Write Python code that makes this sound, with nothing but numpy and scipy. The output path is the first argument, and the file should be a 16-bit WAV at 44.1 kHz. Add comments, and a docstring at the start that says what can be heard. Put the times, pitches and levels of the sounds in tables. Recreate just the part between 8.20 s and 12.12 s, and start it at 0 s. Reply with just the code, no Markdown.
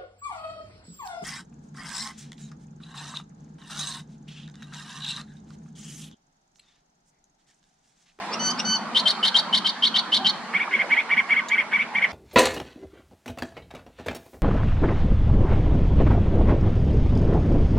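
"""First a soft wind in a reed bed over a low, distant drone: stereo noise with drifting patches.
Close to the microphones a reed warbler then sings in trembling harmonics: two chips, each followed by a
nasal squeal, five pairs of harsh rasps and eight pairs of low croaks. Chips, rasps and croaks break into
pulses; squeals fray at the end. Near surfaces and reeds scatter the song by short echoes and decaying
noise; one dry tick, a small plop and two faint far calls (trembling sines) join it."""
import sys
import numpy as np
from scipy import signal
from scipy.fft import rfft, irfft
from scipy.io import wavfile
from scipy.ndimage import uniform_filter1d

SR = 44100
rng = np.random.default_rng(int(sys.argv[2]) if len(sys.argv) > 2 else 0)


def generate_wav(sig):
    """Save sig (samples, or channels by samples) to the path in sys.argv[1] as 16-bit PCM at SR."""
    pcm = np.round(np.clip(np.atleast_2d(sig).T, -1, 1) * 32767).astype(np.int16)
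    wavfile.write(sys.argv[1], SR, pcm)


N = 172872  # length in samples


def amp(db):
    """Decibels to gain."""
    return 10 ** (np.asarray(db) / 20)


def unit(x):
    """Scales to rms 1."""
    return x / np.sqrt(np.mean(x ** 2) + 1e-20)


def read(points, hz):
    """Reads a spectrum, interpolated on a log-frequency axis."""
    f, value = np.transpose(points)
    return np.interp(np.log(hz + 1), np.log(f + 1), value)


def add(mix, s, sound):
    """Adds a sound at time s."""
    part = mix[max(round(s * SR), 0):][:len(sound)]
    part += sound[:len(part)]


def colour(x, points):
    """Filters by a spectrum in dB."""
    n = x.shape[-1]
    return irfft(rfft(x) * amp(read(points, np.fft.rfftfreq(n, 1 / SR))), n)


def tilt(x, points):
    """Left-right balance by frequency, half the difference to each side."""
    half = read(points, np.fft.rfftfreq(N, 1 / SR)) / 2
    return irfft(rfft(x) * amp([half, -half]), N)


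def noise(n):
    """White noise for one note."""
    return rng.standard_normal(size=16384)[:n]


def wobble(n, hz):
    """Smooth random motion: noise under a Gaussian low-pass, cut from a stretch of rms 1."""
    f = np.fft.rfftfreq(16384, 1 / SR)
    smooth = irfft(rfft(rng.standard_normal(size=16384)) * np.exp(-(f / hz) ** 2))
    return unit(smooth)[:n]


def phase_of(hz, jitter, rate_hz):
    """Phase of a tone whose pitch trembles by a share of itself."""
    return 2 * np.pi * np.cumsum(hz * (1 + jitter * wobble(len(hz), rate_hz))) / SR


def partials(phase, levels_db):
    """Harmonics on one phase, from the fundamental up."""
    waves = sum(amp(db) * np.sin((k + 1) * phase) for k, db in enumerate(levels_db))
    return waves * np.sqrt(2)


def soft_ends(t, ramp_s):
    """Fades a note in and out."""
    return np.clip(np.minimum(t - t[0], t[-1] - t) / ramp_s, 0, 1)


BREAK_RAMP_S = .0018


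def after(t, s):
    """A quick, smooth step from 0 to 1, centred on time s."""
    return .5 + .5 * np.sin(np.pi * np.clip((t - s) / BREAK_RAMP_S, -.5, .5))


# Left-right likeness of the air at the microphones: f/Hz, likeness (held within -1 to 1)
LIKENESS = [(60, 3), (200, 0.9), (1000, 0.91), (3000, 0.4), (6000, -0.5), (11000, -0.1)]
MURMUR_DB, MURMUR_TOP_HZ = 3, 1800


def bed(spectrum, patchy_db):
    """Stereo noise with wide drifting patches and, low down, a murmur in narrower bands."""
    hz = np.fft.rfftfreq(1024, 1 / SR)
    a, b, c, d, patches, murmur = rng.standard_normal((6, 513, N // 256 + 5))
    # smoothed over frequency, then over time
    murmur = unit(uniform_filter1d(uniform_filter1d(murmur, size=3, axis=0), size=14, axis=1))
    patches = unit(uniform_filter1d(uniform_filter1d(patches, size=8, axis=0), size=12, axis=1))
    motion_db = patchy_db * patches + MURMUR_DB * (hz < MURMUR_TOP_HZ)[:, None] * murmur
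    same = np.clip(read(LIKENESS, hz), -1, 1)[:, None]
    left = a + 1j * b
    right = same * left + np.sqrt(1 - same ** 2) * (c + 1j * d)
    z = np.array([left, right]) * amp(read(spectrum, hz)[:, None] + motion_db)
    return unit(signal.istft(z, nperseg=1024, noverlap=768)[1][:, :N])


# Balance of the marsh around the microphones: f/Hz, left minus right level/dB
MARSH_TILT = [(200, 0.2), (650, 0.5), (1200, -2), (3500, -0.5), (7000, -4.5)]


def marsh_balance(x):
    """The surroundings lean left or right by frequency."""
    return tilt(x, MARSH_TILT)


# Spectrum of the wind in the reeds: f/Hz, relative level/dB per Hz
WIND = [(180, -43.5), (300, -10.5), (628, -7), (937, -1.5), (1820, -10), (2710, -17.5), (4500, -20.5),
        (10600, -39.5), (11900, -50.5), (15400, -72)]
# Further shaping of the wind: f/Hz, gain/dB
WIND_TRIM = [(30, -24.5), (150, -0.5), (11000, 2), (12500, -10)]
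# Spectrum of the low, distant drone: f/Hz, relative level/dB per Hz
DRONE_SPECTRUM = [(20, -53.5), (60, -53), (80, -35.5), (160, -18), (208, 10), (250, -16), (320, -9.5),
                  (450, -23.5), (650, -34), (1500, -90)]
# Course of the background: t/s, drone gain/dB, wind gain/dB (added to WIND_DB)
BREEZE_COURSE = [(0, -40.5, 5.5), (.5, -35.5, 2), (0.901, -42, 3), (1.7, -41, 1), (2.703, -44, 2),
                 (3.302, -44, -1), (3.92, -48, -0.5)]
WIND_DB, WIND_PATCHY_DB = -37, 1.8


def background():
    """Soft noise of wind in the reeds over low drone noise that swells early and then fades."""
    s, drone_db, wind_db = np.transpose(BREEZE_COURSE)
    t = np.arange(N) / SR
    wind = colour(bed(WIND, WIND_PATCHY_DB), WIND_TRIM)
    wind = amp(WIND_DB + np.interp(t, s, wind_db)) * wind
    drone = amp(np.interp(t, s, drone_db)) * bed(DRONE_SPECTRUM, patchy_db=0.5)
    return marsh_balance(wind + drone)


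# Other birds, far off: start t/s, level/dB, pitch f/Hz, length/s, pitch jitter (share)
FAR_BIRDS = [(1.985, -30.5, 776, 0.07, .025), (3.879, -45, 4780, .08, .15)]


def far_call(start, db, hz, length, jitter):
    """A hoot or buzz from another bird far off: a trembling sine under a half-sine swell."""
    t = np.arange(0, length, 1 / SR)
    phase = phase_of(np.full(len(t), hz), jitter, rate_hz=hz / 4)
    return start, amp(db) * np.sin(np.pi * t / length) * np.sin(phase)


# Plops among the stems: start t/s, level/dB, pitch f/Hz
STEM_PLOPS = [(2.476, -22.5, 1057)]
PLOP_DECAY_S = 0.0029


def plop(start, db, hz):
    """A small, dull plop, as of water among the stems: a trembling sine that dies quickly."""
    t = np.arange(0, .02, 1 / SR)
    level = t / PLOP_DECAY_S * np.exp(1 - t / PLOP_DECAY_S)
    return start, amp(db) * level * np.sin(phase_of(np.full(len(t), hz), 0.13, rate_hz=230))


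# Reflections close to the bird: delay t/s, gain left, gain right (signed, linear)
NEAR_ECHOES = [(.00133, 0.45, 0.14), (.00298, -0.24, -0.21), (.00428, -0.049, 0.055), (.00553, -.42, -.42),
               (.00583, -0.13, -0.27)]
# Fading of the reed bed: f/Hz, time to fall 60 dB/s
REED_T60 = [(500, .4), (2200, .34), (4200, .42), (6000, .3), (11000, .2)]
# Phase lead of the left microphone on the direct song and its echoes: f/Hz, phase/rad
LEFT_LEAD = [(1200, -1), (2200, 0.28), (3200, 0.45), (4300, 0.45), (5200, 0.88), (7700, 1.35),
             (11500, 2.02)]
TAIL_DB, STEMS_DB, STEMS_T60_S = -16.5, -4.5, 0.063
REEDS_LIKENESS = 0.24  # between left and right


def reed_bed(x):
    """A few near reflections, quick scatter off the stems and a faint long tail of sparse noise."""
    t = np.arange(SR) / SR
    a, b, c, d = rng.standard_normal((4, SR)) * (rng.random((4, SR)) < .1)
    same = REEDS_LIKENESS
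    apart = np.sqrt(1 - same ** 2)
    stems = np.array([a, same * a + apart * b]) * amp(-60 * t / STEMS_T60_S) * (t > .003)
    tail = np.array([c, same * c + apart * d]) * (t > .015)
    hz, s, z = signal.stft(tail, SR, nperseg=256)
    z = z * amp(-60 * s / read(REED_T60, hz)[:, None])
    tail = signal.istft(z, SR, nperseg=256)[1][:, :SR]
    scatter = (amp(STEMS_DB) * unit(stems) + amp(TAIL_DB) * unit(tail)) / np.sqrt(SR)
    f = np.fft.rfftfreq(2 * N, 1 / SR)
    paths = 1 + sum(np.array([[left], [right]]) * np.exp(-2j * np.pi * f * delay)
                    for delay, left, right in NEAR_ECHOES)
    paths[0] *= np.exp(1j * read(LEFT_LEAD, f))
    near = irfft(rfft(x, 2 * N) * paths)[:, :N]
    return near + signal.fftconvolve(x[None], scatter, axes=1)[:, :N]


# Balance of the bird by pitch: f/Hz, left minus right level/dB
SONG_TILT = [(1000, 4.5), (1800, -1), (2200, 0.5), (3500, 3.5), (5500, 0.5), (11000, -1)]
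# The bird turns its head: t/s, further left minus right level/dB
HEAD_TURN = [(.5, -2.2), (2.2, -3.5), (3.8, -2)]


def bird_balance(x):
    """The song's balance leans by frequency and drifts as the bird turns its head."""
    lean_db = np.interp(np.arange(N) / SR, *np.transpose(HEAD_TURN))
    return amp(np.array([[.5], [-.5]]) * lean_db) * tilt(x, SONG_TILT)


# Dry ticks close by: start t/s, relative level/dB, decay/s
DRY_TICKS = [(3.285, -30.5, .005)]
# Spectrum of a tick: f/Hz, relative level/dB
TICK_SPECTRUM = [(1500, -30.5), (3000, -0.5), (4500, 5), (5500, -7), (6700, 1), (8000, -10.5), (14000, -24)]


def tick(start, db, decay):
    """A dry tick, as of a stem or feather: coloured noise that decays at once."""
    t = np.arange(0, .05, 1 / SR)
    grain = unit(colour(noise(len(t)), TICK_SPECTRUM))
    return start, amp(db) * grain * np.exp(-t / decay) * soft_ends(t, ramp_s=.0003)


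PULSE_SKEW, PULSE_SPREAD_DB = .65, 1.3


def pulses(n, rate_hz, jitter):
    """Uneven slaps of a membrane: their gate, the place in each slap (0-1) and a chance value for each."""
    turns = phase_of(np.full(n, rate_hz), jitter, rate_hz=300) / (2 * np.pi)
    size, chance = rng.standard_normal(size=(64, 2))[turns.astype(int)].T
    place = turns % 1
    slap = np.sin(np.pi * place ** PULSE_SKEW) ** 2
    return unit(amp(PULSE_SPREAD_DB * size) * slap), place, chance


# Throat colour of the scrape in chips and rasps: f/Hz, relative level/dB
SCRAPE_THROAT = [(600, -41.5), (1500, -15), (2250, -7), (2680, -57), (3000, -1.5), (4400, -3.5), (4800, -5),
                 (5800, -15), (9000, -57.5)]


def scrape(x):
    """Rough breath through the throat: coloured noise of rms 1."""
    return unit(colour(x, SCRAPE_THROAT))


# Chips: peak t/s, relative level/dB
CHIP_NOTES = [(0.142, -21.5), (0.402, -19.5)]
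# Harmonics of a chip, from the fundamental up: relative level/dB
CHIP_HARMONICS = [-8.5, -2.5, -21]
CHIP_TOP_HZ, CHIP_RISE_HZ_PER_S, CHIP_JITTER = 2800, 24000, .025
CHIP_DECAY_S, CHIP_SCRAPE_DB = .0093, -12
CHIP_PULSE_HZ, CHIP_PULSE_JITTER = 260, .15


def chip(peak, db):
    """A short upward flick of pitch, broken into scratchy pulses."""
    t = np.arange(-.03, .012, 1 / SR)
    hz = CHIP_TOP_HZ + CHIP_RISE_HZ_PER_S * np.minimum(t, 0)
    tone = partials(phase_of(hz, CHIP_JITTER, rate_hz=660), CHIP_HARMONICS)
    level = np.exp(-abs(t) / CHIP_DECAY_S) * np.minimum((t[-1] - t) / 0.017, 1)
    level *= pulses(len(t), CHIP_PULSE_HZ, CHIP_PULSE_JITTER)[0]
    return peak + t[0], amp(db) * level * (tone + amp(CHIP_SCRAPE_DB) * scrape(noise(len(t))))


# Squeals, one curve each: t/s, pitch f/Hz, then relative level/dB of the 2nd, the 3rd and the higher harmonics
SQUEAL_CURVES = [
    [(0.19, 1488, -35.5, -38.5, -34), (0.262, 1503, -41.5, -28.5, -25), (0.325, 1541, -29.5, -33.5, -29.5)],
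    [(0.445, 1492, -42, -30.5, -31.5), (0.545, 1520, -29.5, -27.5, -28), (0.575, 1460, -44, -27, -35)],
]
# Offsets of the squeal's harmonics, from the fundamental up: level/dB
SQUEAL_HARMONICS = [-16, 1.5, 0.5, -2.5, -22.5, -27, -26]
SQUEAL_JITTER, SQUEAL_AIR_DB = .0025, -18
FRAY_S, FRAY_DB = .02, -3  # the fray starts this long before the end


def squeal(curve):
    """A steady nasal note of clean harmonics; a wobbling off-harmonic sine frays its end."""
    s, *columns = np.transpose(curve)
    t = np.arange(s[0], s[-1], 1 / SR)
    hz, second, third, upper = (np.interp(t, s, c) for c in columns)
    phase = phase_of(hz, SQUEAL_JITTER, rate_hz=300)
    # the fundamental follows the course of the third harmonic
    courses = [third, second, third, upper, upper, upper, upper]
    levels = [course + offset for course, offset in zip(courses, SQUEAL_HARMONICS)]
    air = amp(SQUEAL_AIR_DB) * wobble(len(t), hz=940) * np.sin(4 * phase)
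    fray = amp(FRAY_DB) * after(t, s[-1] - FRAY_S) * wobble(len(t), hz=870) * np.sin(3.4 * phase)
    voice = partials(phase, levels) + amp(upper) * (air + fray)
    return s[0], soft_ends(t, ramp_s=0.0092) * voice


# Rasps: start t/s, relative level/dB, reference pitch f/Hz, hiss level/dB (added to HISS_DB), tone breaks t/s
# after the start
RASP_NOTES = [(.746, -15, 3107, 2, .024), (0.855, -14, 3180, 2, 0.02), (1.028, -13.5, 3080, 1.5, .022),
              (1.142, -13.5, 3193, 2.5, .022), (1.326, -14.5, 3116, 1.5, 0.02),
              (1.445, -17, 3170, -2.5, 0.02), (1.622, -13.5, 3170, -3.5, 0.026),
              (1.741, -15, 3137, -3.5, 0.02), (1.918, -13.5, 3090, -1.5, 0.025),
              (2.045, -15, 3150, -3.5, 0.022)]
# Course of every rasp: t/s from its start, ratio to the reference pitch, level/dB
RASP_COURSE = [(0, 1.006, 4), (.004, .98, -2.5), (.007, .96, -7), (.012, 1, -1.5), (0.022, 1.03, 1.5),
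               (.034, 1.05, -2), (.039, 1.22, -11.5), (.045, 1.41, -2), (.051, 1.39, 2), (0.059, 1.3, -9),
               (0.065, 0.9, -17.5)]
# Harmonics of a rasp, from the fundamental up: relative level/dB
RASP_HARMONICS = [-1.5, -44, -36]
# Throat colour of the rasp's tone and rattle: f/Hz, gain/dB
RASP_TONE_THROAT = [(1200, -3), (2150, -8.5), (2600, -5), (2950, -1), (4400, -2), (4900, -10.5), (6000, 5),
                    (12000, -18)]
# Spectrum of the rasp's hiss: f/Hz, relative level/dB
HISS_SPECTRUM = [(3000, -26.5), (5500, -4.5), (10500, -6.5), (11500, -17), (12400, -41)]
HISS_DB, SCRAPE_DB = -25.5, -10
TONE_NOISE_DB = -6  # change of scrape and hiss while the tone is unbroken
RASP_JITTER, RASP_FLUTTER = .028, .2
RASP_MEND_S, RASP_REBREAK_S = .039, .051
RATTLE_HZ, RATTLE_JITTER, RATTLE_DB = 420, .15, -2.5
RATTLE_LIFT, RATTLE_SAG, RATTLE_SCATTER = 1.17, 0.231, 0.0637  # pitch ratio, then shares of pitch


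def rasp(start, db, hz, hiss_db, break_s):
    """A tone breaks into a rattle of falling pulses, catches again higher up, and breaks once more."""
    s, *columns = np.transpose(RASP_COURSE)
    t = np.arange(0, s[-1], 1 / SR)
    n = len(t)
    ratio, level_db = (np.interp(t, s, c) for c in columns)
    first = after(t, break_s) * (1 - after(t, RASP_MEND_S))
    broken = first + after(t, RASP_REBREAK_S)

    tone = partials(phase_of(hz * ratio, RASP_JITTER, rate_hz=550), RASP_HARMONICS)
    tone *= 1 + RASP_FLUTTER * wobble(n, hz=338)

    gate, place, chance = pulses(n, RATTLE_HZ, RATTLE_JITTER)
    fall = 1 + RATTLE_SAG * (1 / 3 - place) + RATTLE_SCATTER * chance
    ring_hz = hz * ratio * RATTLE_LIFT ** first * fall
    ring = partials(phase_of(ring_hz, RASP_JITTER, rate_hz=900), RASP_HARMONICS)
    rattle = amp(RATTLE_DB) * gate * ring

    rough = amp(SCRAPE_DB) * scrape(gate * noise(n))
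    hiss = amp(HISS_DB + hiss_db) * unit(colour(np.sqrt(gate) * noise(n), HISS_SPECTRUM))
    voice = colour((1 - broken) * tone + broken * rattle, RASP_TONE_THROAT)
    voice += amp(TONE_NOISE_DB * (1 - broken)) * (rough + hiss)
    return start, amp(db + level_db) * soft_ends(t, ramp_s=.005) * voice


# Croaks: top t/s, relative level/dB, top pitch f/Hz, rise/s, break t/s after the top
CROAK_NOTES = [(2.359, -16, 1123, 0.025, .008), (2.420, -19, 1138, 0.031, -0.0015),
               (2.551, -16, 1118, 0.036, 0.0096), (2.608, -18, 1103, 0.027, 0.0032),
               (2.730, -14, 1138, .032, 0.013), (2.789, -16, 1115, 0.032, 0.0098),
               (2.927, -15.5, 1152, 0.032, 0.018), (2.988, -14, 1134, 0.024, .010),
               (3.123, -14.5, 1135, 0.033, .013), (3.182, -16, 1124, 0.033, 0.013),
               (3.338, -15, 1156, .036, .013), (3.399, -15.5, 1126, 0.035, 0.0038),
               (3.552, -15, 1159, 0.034, 0.016), (3.613, -17.5, 1153, 0.034, -0.0043),
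               (3.775, -15.5, 1162, 0.032, 0.022), (3.837, -15, 1133, 0.027, 0.0072)]
# Throat colour of the croak's harmonics: f/Hz, level/dB
CROAK_RESONANCE = [(800, -38), (1150, -25), (1450, -12), (1720, -8), (2000, -3.5), (2230, -3), (2560, -19),
                   (3200, -18.5), (3450, -28), (3900, -48), (4500, -41)]
# Spectrum of the croak's breath: f/Hz, relative level/dB
CROAK_BREATH = [(100, -46.5), (600, -6.5), (1200, -9.5), (2100, 17.5), (2700, 7.5), (3200, -4), (3800, -19),
                (9000, -25), (10800, -17), (12000, -49)]
CROAK_FALL_S, CROAK_SAG = .023, .24  # sag as a share of the top pitch
CROAK_BEND, CROAK_FLATNESS = 2.278, 2.7
CROAK_EDGE_DB, CROAK_AIR_DB, CROAK_AIR_EDGE_DB = -13.5, -17.5, -2.5
CROAK_JITTER, CROAK_EDGE_JITTER, CROAK_FLUTTER, CROAK_EDGE_FLUTTER = 0.012, .028, 0.11, .25
CROAK_PULSE_HZ, CROAK_PULSE_JITTER, CROAK_PULSE_DB, CROAK_PULSE_SCATTER = 220, .2, -0.5, 0.0544
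CROAK_CATCH = 0.54  # the clear tone catches this share of the rise before the top


def croak(top, db, top_hz, rise, break_s):
    """An arched pitch stutters, catches clear and breaks into pulses; harmonics sweep the throat colour."""
    t = np.arange(-1.2 * rise, 1.25 * CROAK_FALL_S, 1 / SR)
    n = len(t)
    away = abs(np.where(t < 0, t / rise, t / CROAK_FALL_S)) ** CROAK_FLATNESS
    slack = np.tanh(CROAK_BEND * away)
    broken = 1 - after(t, -CROAK_CATCH * rise) + after(t, break_s)
    # the pulses are mirrored in time about the break
    from_break = abs(np.arange(n) - np.searchsorted(t, break_s))
    gate, _, chance = (v[from_break] for v in pulses(n, CROAK_PULSE_HZ, CROAK_PULSE_JITTER))

    hz = top_hz * (1 - CROAK_SAG * slack)
    scattered_hz = hz * (1 + CROAK_PULSE_SCATTER * broken * chance)
    phase = phase_of(scattered_hz, CROAK_JITTER + CROAK_EDGE_JITTER * slack, rate_hz=400)
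    voice = partials(phase, [read(CROAK_RESONANCE, k * hz) for k in range(1, 6)])
    flutter = CROAK_FLUTTER + CROAK_EDGE_FLUTTER * slack
    voice *= amp(CROAK_EDGE_DB * away) * (1 + flutter * wobble(n, hz=196))
    voice *= 1 - broken + broken * amp(CROAK_PULSE_DB) * gate

    # breath puffs once in each cycle of the voice
    breath = unit(colour(noise(n) * (1 + np.sin(phase)), CROAK_BREATH))
    breath *= amp(CROAK_AIR_DB + CROAK_AIR_EDGE_DB * away)
    return top + t[0], amp(db) * soft_ends(t, ramp_s=0.0019) * (voice + breath)


def scene():
    """The close song scattered by the reed bed, over the marsh's small sounds and background."""
    bird, marsh = np.zeros((2, N))
    for note, rows in ((far_call, FAR_BIRDS), (plop, STEM_PLOPS)):
        for row in rows:
            add(marsh, *note(*row))
    for note, rows in ((tick, DRY_TICKS), (chip, CHIP_NOTES), (rasp, RASP_NOTES), (croak, CROAK_NOTES)):
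        for row in rows:
            add(bird, *note(*row))
    for curve in SQUEAL_CURVES:
        add(bird, *squeal(curve))
    song = bird_balance(reed_bed(amp(-1.5) * bird))
    return background() + marsh_balance(marsh) + song


EDGE_HZ = 15300


def record(dry):
    """The recorder's band limit: a steep low-pass."""
    low_pass = signal.firwin(511, EDGE_HZ, window=("kaiser", 9), fs=SR)
    return signal.oaconvolve(dry, low_pass[None], "same")


dry = scene()
out = record(dry)
generate_wav(out)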